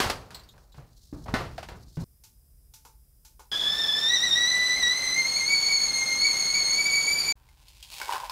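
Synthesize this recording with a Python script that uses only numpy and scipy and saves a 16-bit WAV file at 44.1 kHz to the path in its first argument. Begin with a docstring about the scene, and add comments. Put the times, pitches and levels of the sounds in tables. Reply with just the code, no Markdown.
"""An enamelled kettle clatters onto the coil of an electric stove, steel ringing over a booming top.
A sleeve rustles and the burner knob clicks round. Steam sings through the spout whistle, ragged
and rising in pitch; then water splashes and gulps into a cup. Four moments of making tea in a
small kitchen, switching abruptly from one to the next, heard close by in mono over a low rumble."""
import sys
import numpy as np
from scipy import signal
from scipy.fft import rfft, irfft, next_fast_len
from scipy.io import wavfile
from scipy.ndimage import uniform_filter1d

SR = 44100
rng = np.random.default_rng(int(sys.argv[2]) if len(sys.argv) > 2 else 0)


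def store_wav(level_fs):
    """Save 16-bit WAV to argv[1]."""
    pcm = np.round(np.clip(np.atleast_2d(level_fs), -1, 1) * 32767)
    wavfile.write(sys.argv[1], SR, pcm.T.astype(np.int16))


N = 366471
TIME = np.arange(N) / SR
# when each moment is heard: start_s, end_s
STOVE_SPAN, KNOB_SPAN, BOIL_SPAN, POUR_SPAN = (-1, 2.042), (2.042, 3.516), (3.516, 7.324), (7.356, 9)


def from_db(db):
    """Decibels to gain."""
    return 10 ** (np.asarray(db) / 20)


def unit_rms(x):
    """Scale to unit power."""
    return x / np.sqrt(np.mean(x ** 2) + 1e-20)


def automation(rows):
    """Turn timed breakpoints into one curve per column, sample by sample."""
    times, *columns = np.transpose(rows)
    return [np.interp(TIME, times, column) for column in columns]


def drift(rate_hz):
    """A smooth random wobble of rms 1, mostly slower than rate_hz."""
    size = 2 ** 15
    hz = np.arange(size // 2 + 1) * SR / N
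    slow = irfft(rfft(rng.standard_normal(size)) / (1 + (hz / rate_hz) ** 2))
    return np.interp(np.arange(N) * size / N, np.arange(size), unit_rms(slow))


def colour(x, spectrum):
    """EQ a sound with a curve drawn on a log-frequency axis; rms 1."""
    size = next_fast_len(len(x), True)
    hz = np.arange(size // 2 + 1) * SR / size
    freq_hz, level_db = np.transpose(spectrum)
    gain = from_db(np.interp(np.log(np.maximum(hz, 1)), np.log(freq_hz), level_db))
    return unit_rms(irfft(rfft(x, size) * gain * (hz > 20), size)[:len(x)])


def add(out, start_s, sound):
    """Mix a sound in at start_s."""
    start = max(round(start_s * SR), 0)
    out[start:start + len(sound)] += sound[:N - start]


def decay(t60, size):
    """An envelope that loses 60 dB in t60 seconds."""
    return from_db(-60 * np.arange(size) / SR / max(t60, .002))


def gate(span):
    """Open for the span, with 3 ms fades."""
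    return uniform_filter1d(((TIME > span[0]) & (TIME < span[1])).astype(float), size=128)


def struck_modes(times, level_db, modes, scatter_db):
    """Each blow sets every mode ringing as a dying sine; scatter_db varies their strengths."""
    out = np.zeros(N)
    onsets = np.round(times * SR).astype(int)
    for hz, mode_db, t60 in modes:
        clicks = np.zeros(N)
        clicks[onsets] = from_db(level_db + mode_db + scatter_db * rng.standard_normal(len(times)))
        radius, angle = from_db(-60 / (t60 * SR)), 2 * np.pi * hz / SR
        feedback = [1, -2 * radius * np.cos(angle), radius * radius]
        out += signal.lfilter([0, np.sin(angle)], feedback, clicks + 1e-18)
    return out


def blows(rows, body, crack_db, crack_t60, bass_hold):
    """Countless close modes: a crack, then a ring in three registers; soft contacts lose the top."""
    out, size = np.zeros(N), SR * 3 // 5
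    edges_hz = [40, 300], [300, 1200], [1200, 16000]
    registers = [signal.butter(2, edges, "band", fs=SR, output="sos") for edges in edges_hz]
    crack = from_db(crack_db) * decay(crack_t60, size)
    for start_s, thud_db, clang_db, clash_db, bright_hz, t60 in rows:
        contact = signal.butter(2, min(bright_hz, SR * 2 / 5), fs=SR, output="sos")
        for band, db, hold in zip(registers, (thud_db, clang_db, clash_db), (bass_hold, 1, 1)):
            noise = colour(rng.standard_normal(size), body)
            ring = unit_rms(signal.sosfilt(np.vstack([band, contact]), noise))
            add(out, start_s, from_db(db) * ring * (decay(t60 * hold, size) + crack))
    return out


def kitchen_reverb(x, wet_db, t60):
    """Direct sound plus dense reflections that arrive from 3 ms later."""
    size = SR // 2
    echoes = rng.standard_normal(size) * decay(t60, size) * (TIME[:size] > .003)
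    return x + from_db(wet_db) * signal.fftconvolve(x, echoes / np.linalg.norm(echoes))[:N]


def room_tone():
    """The kitchen's steady low rumble."""
    # rumble spectrum: freq_hz, level_db
    rumble = [(25, -16.5), (45, -1), (65, -4.5), (90, -20.5), (120, -14.5), (200, -29.5), (400, -36),
              (1000, -47), (3000, -52.5), (15500, -44)]
    return from_db(-57) * colour(rng.standard_normal(N), rumble)


def sleeve(flicker_db=3):
    """Cloth rubs in small uneven slips as the hand moves to the knob."""
    # swell of the rustle: time_s, level_db
    swell = [(0.9, -72.5), (0.95, -67.5), (1.02, -63), (1.1, -65.5), (1.25, -63.5), (1.85, -65),
             (2.04, -55.5)]
    # cloth spectrum: freq_hz, level_db
    cloth = [(2500, -19.5), (4200, 2.5), (6000, -1), (9000, -7.5), (15500, -13)]
    level_db, = automation(swell)
    return from_db(level_db + flicker_db * drift(40)) * colour(rng.standard_normal(N), cloth)


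def burner_knob(thud_db=-80, bright_hz=12060, t60=.26):
    """The detent spring snaps and the hollow control panel answers, over a faint hiss."""
    # clicks of the knob: start_s, clunk_db, snap_db
    detents = [(2.237, -74, -49.5), (2.738, -74, -47), (2.85, -51.5, -51), (3.249, -70, -49.5),
               (3.394, -50.5, -52)]
    # the panel's dense ring: freq_hz, level_db
    panel = [(60, 5), (300, -15.5), (500, -7), (650, -19), (880, 2), (1150, -8), (1430, -6), (1900, -12),
             (2500, -4.5), (3100, -5), (3900, -1.5), (6000, 3), (9000, -2.5), (15500, 2.5)]
    # its clearest modes: pitch_hz, level_db, t60_s
    panel_modes = [(880, -3, .3), (1450, -8, .2), (2180, -12, .2)]
    # high hiss: freq_hz, level_db
    hiss = [(4400, -25), (4950, 1.5), (6500, -13), (9000, -0.5), (14000, 1), (15700, -3.5)]
    rows = [(start_s, thud_db, clunk, snap, bright_hz, t60) for start_s, clunk, snap in detents]
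    clicks = from_db(-2) * blows(rows, panel, crack_db=-31, crack_t60=.029, bass_hold=1.5)
    times, clunk_db, snap_db = np.transpose(detents)
    ring = struck_modes(times, np.maximum(clunk_db - 4, snap_db - 12), panel_modes, scatter_db=1.5)
    return clicks + ring + from_db(-67.5) * colour(rng.standard_normal(N), hiss)


def skid_ring(hz, t60, skid_db):
    """One ring; the contact skids briefly, so a scratchy band surrounds it."""
    band = signal.butter(2, [hz * 7 / 8, hz * 8 / 7], "band", fs=SR, output="sos")
    skid = unit_rms(signal.sosfilt(band, rng.standard_normal(SR))) * decay(t60 + .03, SR)
    ring = np.sin(2 * np.pi * hz * TIME[:SR]) * decay(t60, SR)
    return (ring + from_db(skid_db) * skid) / 2


def kettle_on_stove():
    """The kettle lands, rocks and settles; coil and stove body ring under it."""
    # kettle against coil and stove top: start_s, thud_db, clang_db, hardness (0-1), t60_s
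    knocks = [(0.002, -40, -29, 1, 0.42), (0.041, -41, -33, 0.2, 0.66), (0.099, -56, -30, 0.97, 0.14),
              (0.306, -70, -53.5, 1, 0.29), (0.349, -61, -52, 0.72, 0.5), (0.538, -69.5, -59.5, .35, 0.85),
              (0.579, -63, -65, 1, 0.1), (0.744, -54.5, -60.5, 0.74, 0.5),
              (0.782, -52.5, -52.5, 0.36, 0.42), (1.128, -39, -51, 0.17, 0.58),
              (1.262, -45, -47, 0.4, 0.64), (1.282, -36, -43.5, 0.42, 0.65), (1.340, -36, -29, 0.66, 0.41),
              (1.408, -41.5, -36.5, 0.29, 0.28), (1.58, -55, -40.5, 0.7, 0.19),
              (1.629, -54, -43.5, 0.8, 0.15), (1.687, -59, -44.5, 0.75, 0.2),
              (1.717, -42, -46.5, 0.41, 0.39), (1.97, -32.5, -48, 0.37, 1)]
    # the steel's dense ring: freq_hz, level_db
    steel = [(40, 19.5), (130, 14.5), (270, 3), (480, 3.5), (750, 2.5), (1150, 0), (1550, -3), (2100, -7.5),
             (2700, -7), (3400, -9), (4500, -5), (7000, -8.5), (11000, -4), (15500, 1.5)]
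    # its clearest modes: pitch_hz, level_db, t60_s
    steel_modes = [(447, -11, .3), (662, -7, .28), (1206, -10, .3), (1367, -10, .3), (1491, 0, .21),
                   (1771, -5, .26), (1916, -4, .26), (2078, -5, .26), (3510, -16, .25)]
    # the hollow top booms, tuned by where the weight lands: start_s, level_db, pitch_hz, t60_s
    booms = [(0.061, -15.5, 78, 0.055), (0.778, -35.5, 141, 0.15), (1.127, -26, 295, 0.18),
             (1.26, -31, 720, 0.06), (1.285, -24, 1097, 0.032), (1.339, -8, 220, 0.024),
             (1.582, -27.5, 684, 0.057), (1.975, -19.5, 167, 0.25)]
    # the base squeaks on the coil: start_s, level_db, pitch_hz
    squeaks = [(0.346, -31, 4200), (0.395, -44, 4080), (0.435, -49, 4630), (0.489, -44, 3710),
               (0.722, -51, 3940)]
    # a squeak's partials: pitch_ratio, level_db
    squeak_modes = [(1, 0), (1.86, -9), (3.3, -12)]
    times, thud_db, clang_db, hardness, ring_t60 = np.transpose(knocks)
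    # a harder contact is brighter
    clash_db = clang_db - 12.5 + 19 * hardness
    bright_hz = 1500 * 2 ** (1.64 * hardness)
    rows = zip(times, thud_db, clang_db, clash_db, bright_hz, ring_t60)
    out = from_db(-1.5) * blows(rows, steel, crack_db=-2, crack_t60=.017, bass_hold=2.53)
    # only a blow with both weight and bite wakes the clear modes; light ones stay dry
    force_db = np.minimum(thud_db, clash_db)
    wake_db = force_db + (force_db - force_db.max())
    out += struck_modes(times, wake_db + 8, steel_modes, scatter_db=0)
    for start_s, db, hz, t60 in booms:
        add(out, start_s, from_db(db) * skid_ring(hz, t60, skid_db=-5))
    for start_s, db, hz in squeaks:
        for ratio, mode_db in squeak_modes:
            add(out, start_s, from_db(db + mode_db) * skid_ring(hz * ratio, t60=.09, skid_db=-4))
    return out


def bubble(hz, cycles):
    """A pocket of air swells within a cycle or so, rings and dies."""
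    t = TIME[:2048]
    return np.sin(2 * np.pi * hz * t) * (1 - np.exp(-hz * t)) * decay(cycles / hz, len(t))


def glugs(hollow_db, count=36, lowest_hz=340):
    """Large pockets of air wobble up at random, an octave wide, below the hollow's own pitch."""
    out = np.zeros(N)
    for when, octaves in rng.random((count, 2)):
        start_s = POUR_SPAN[0] + when * (TIME[-1] - POUR_SPAN[0])
        db = hollow_db[round(start_s * SR)] - 3
        add(out, start_s, from_db(db) * bubble(lowest_hz * 2 ** octaves, cycles=18))
    return out


def fizz(splash_db, count=520, lowest_hz=2000):
    """Tiny bubbles ping at random over two octaves, riding the level of the splash."""
    out = np.zeros(N)
    for when, pitch, strength in rng.random((count, 3)):
        start_s = POUR_SPAN[0] + when * (TIME[-1] - POUR_SPAN[0])
        db = splash_db[round(start_s * SR)] - 3 + 4.9 * strength ** 2
        add(out, start_s, from_db(db) * bubble(lowest_hz * 4 ** pitch, cycles=18))
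    return out


def pour(drops_per_s=4000, spread_db=7):
    """The stream spatters and fizzes in the cup; gulps of air ring in its hollow."""
    # the hollow speaks once the full stream lands: time_s, splash_db, hollow_db
    flow = [(7.37, -70.5, -65), (7.79, -56, -71.5), (7.994, -37.5, -48), (8.014, -41, -37),
            (8.056, -40, -43), (8.124, -38, -30.5), (8.282, -48, -47), (8.298, -51, -45), (8.31, -47, -32)]
    # splash spectrum: freq_hz, level_db
    splash = [(500, -24), (1400, -39), (2400, -4.5), (3200, -5.5), (4900, -5), (6000, -10.5), (9000, -12),
              (15500, -18)]
    # the cup's hollow resonance: freq_hz, level_db
    cup = [(150, -35), (380, -14), (600, 4), (720, 5), (830, 15), (1040, 15), (1200, 2), (1500, 8),
           (2200, -5), (4000, -47)]
    # big gulps of air pulled under: start_s, level_db, pitch_hz
    gulps = [(8.005, -31, 900), (8.015, -23, 1510), (8.092, -16.5, 965), (8.123, -19, 970),
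             (8.161, -21, 1055), (8.234, -22, 948), (8.296, -26.5, 1020)]
    # first drips and big splats: start_s, level_db, pitch_hz
    drips = [(7.4875, -53, 2130), (7.6828, -43, 4370), (7.827, -35, 3270), (7.932, -33, 4370),
             (7.964, -37, 3900), (8.0144, -27.5, 2230), (8.1242, -28.5, 2940), (8.296, -28.5, 5100)]
    splash_db, hollow_db = automation(flow)
    impacts = from_db(spread_db * np.minimum(rng.exponential(1, N), 4)) * rng.choice([-1, 1], N)
    drops = impacts * (rng.random(N) < drops_per_s / SR)
    out = from_db(splash_db - 4) * colour(drops, splash) + from_db(hollow_db - 3) * colour(drops, cup)
    out += glugs(hollow_db) + fizz(splash_db)
    for start_s, db, hz in gulps:
        add(out, start_s, from_db(db + 1) * bubble(hz, cycles=30))
    for start_s, db, hz in drips:
        spray = from_db(-6) * colour(rng.standard_normal(2048), splash) * decay(t60=.089, size=2048)
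        add(out, start_s, from_db(db - 2) * (bubble(hz, cycles=105) + spray))
    return kitchen_reverb(out, wet_db=-6.5, t60=.34)


def steam(level_db=-39.5, gust_db=.86):
    """The jet rushes round the whistle's tone."""
    # jet spectrum: freq_hz, level_db
    jet = [(60, -4.5), (120, 1), (170, 5), (260, 2), (500, 2), (1000, 3.5), (1700, 0.5), (2800, -2.5),
           (4200, 2), (5800, -1), (7500, -9), (11000, -10.5), (15500, -16.5)]
    return from_db(level_db + gust_db * drift(54)) * colour(rng.standard_normal(N), jet)


def whistle(hop_depth=.0115, wander=.0048, jitter=.0055, flutter_db=1.5, partial_flutter_db=.2):
    """Vortices shed between two plates lock into a tone; turbulence shakes its pitch and strength."""
    # the pitch climbs with the head of steam: time_s, pitch_hz
    climb = [(3.53, 1673), (3.78, 1790), (3.89, 1732), (4.07, 1813), (4.14, 1948), (4.17, 1846),
             (4.24, 1941), (4.34, 1832), (4.36, 1947), (4.66, 2016), (4.72, 1997), (4.79, 2056),
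             (4.84, 1923), (4.98, 2078), (5.08, 2010), (5.38, 2194), (5.41, 2100), (5.49, 2224),
             (5.61, 2245), (6.09, 2110), (6.26, 2227), (6.34, 2146), (6.62, 2212), (6.66, 2122),
             (6.76, 2246), (7.1, 2274), (7.13, 2345), (7.32, 2306)]
    # each pitch voices the lowest partials its own way: pitch_hz, first_db, second_db, third_db
    voicing = [(1693, -36, -29.5, -35), (1840, -38, -22.5, -32), (1880, -34, -26, -31),
               (2040, -29, -30.5, -34), (2159, -33.5, -32, -31.5), (2219, -27.5, -24, -33.5),
               (2272, -30.5, -28, -32)]
    # higher partials against the third: harmonic, level_db
    overtones = [(4, -14.5), (5, -20), (6, -30)]
    # ragged spurts as the tone catches and overblows: centre_s, half_width_s, roughness (0-1)
    spurts = [(3.575, 0.16, 0.7), (7.22, 0.055, 0.95)]
    pitch_hz, = automation(climb)
    voiced_hz, *levels = np.transpose(sorted(voicing))
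    first_db, second_db, third_db = [np.interp(pitch_hz, voiced_hz, level) for level in levels]
    hop = np.tanh(4 * (drift(20) - .5))   # up to a neighbouring pitch and back
    spurt = sum(depth * np.exp(-((TIME - centre_s) / width_s) ** 2) for centre_s, width_s, depth in spurts)
    pressure = drift(40)
    bend = hop_depth * (hop - hop.mean()) * (1 + spurt) + wander * pressure + jitter * drift(250)
    phase = 2 * np.pi * np.cumsum(pitch_hz * (1 + bend)) / SR
    # a faster jet sings higher and feeds the top partials more
    drive_db = 16 * np.log2(pitch_hz / np.median(pitch_hz[TIME > climb[0][0]]))
    sputter_db = 16.5 * spurt * (1 + hop / 2)
    partials = [(1, first_db - .5 - sputter_db), (2, second_db - .5), (3, third_db - .5 - sputter_db)]
    partials += [(k, third_db + db + np.sqrt(k - 3) * drive_db) for k, db in overtones]
    tone = 0
    for k, db in partials:
        # in spurts, mid-hop and in high partials, the locked tone frays into a narrow band of noise
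        rough = np.clip(np.hypot(.12 * k, spurt + .35 * (1 - hop ** 2)), 0, .95)
        locked = np.sqrt(2 * (1 - rough ** 2)) * np.sin(k * phase)
        fray = drift(100) * np.cos(k * phase) + drift(90) * np.sin(k * phase)
        tone += from_db(db + partial_flutter_db * np.sqrt(k) * drift(63)) * (locked + rough * fray)
    # reflections of the wavering tone beat with it, so each partial fades on its own
    return from_db(-2) * kitchen_reverb(tone * from_db(flutter_db * pressure), wet_db=1, t60=.16)


def scene():
    """The four moments in turn over the room tone, alike in both ears."""
    gap = gate((BOIL_SPAN[1], POUR_SPAN[0]))   # a blink of silence before the pour
    out = room_tone() * (1 - gap)
    out += (kettle_on_stove() + sleeve()) * gate(STOVE_SPAN)
    out += burner_knob() * gate(KNOB_SPAN)
    out += (whistle() + steam()) * gate(BOIL_SPAN)
    out += pour() * gate(POUR_SPAN)
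    return np.stack([out, out])


def record(dry):
    """A steep low-pass takes off the very top."""
    cutoff_hz = 15600
    return signal.sosfilt(signal.ellip(10, .1, 80, cutoff_hz, fs=SR, output="sos"), dry)


dry = scene()
out = record(dry)
store_wav(out)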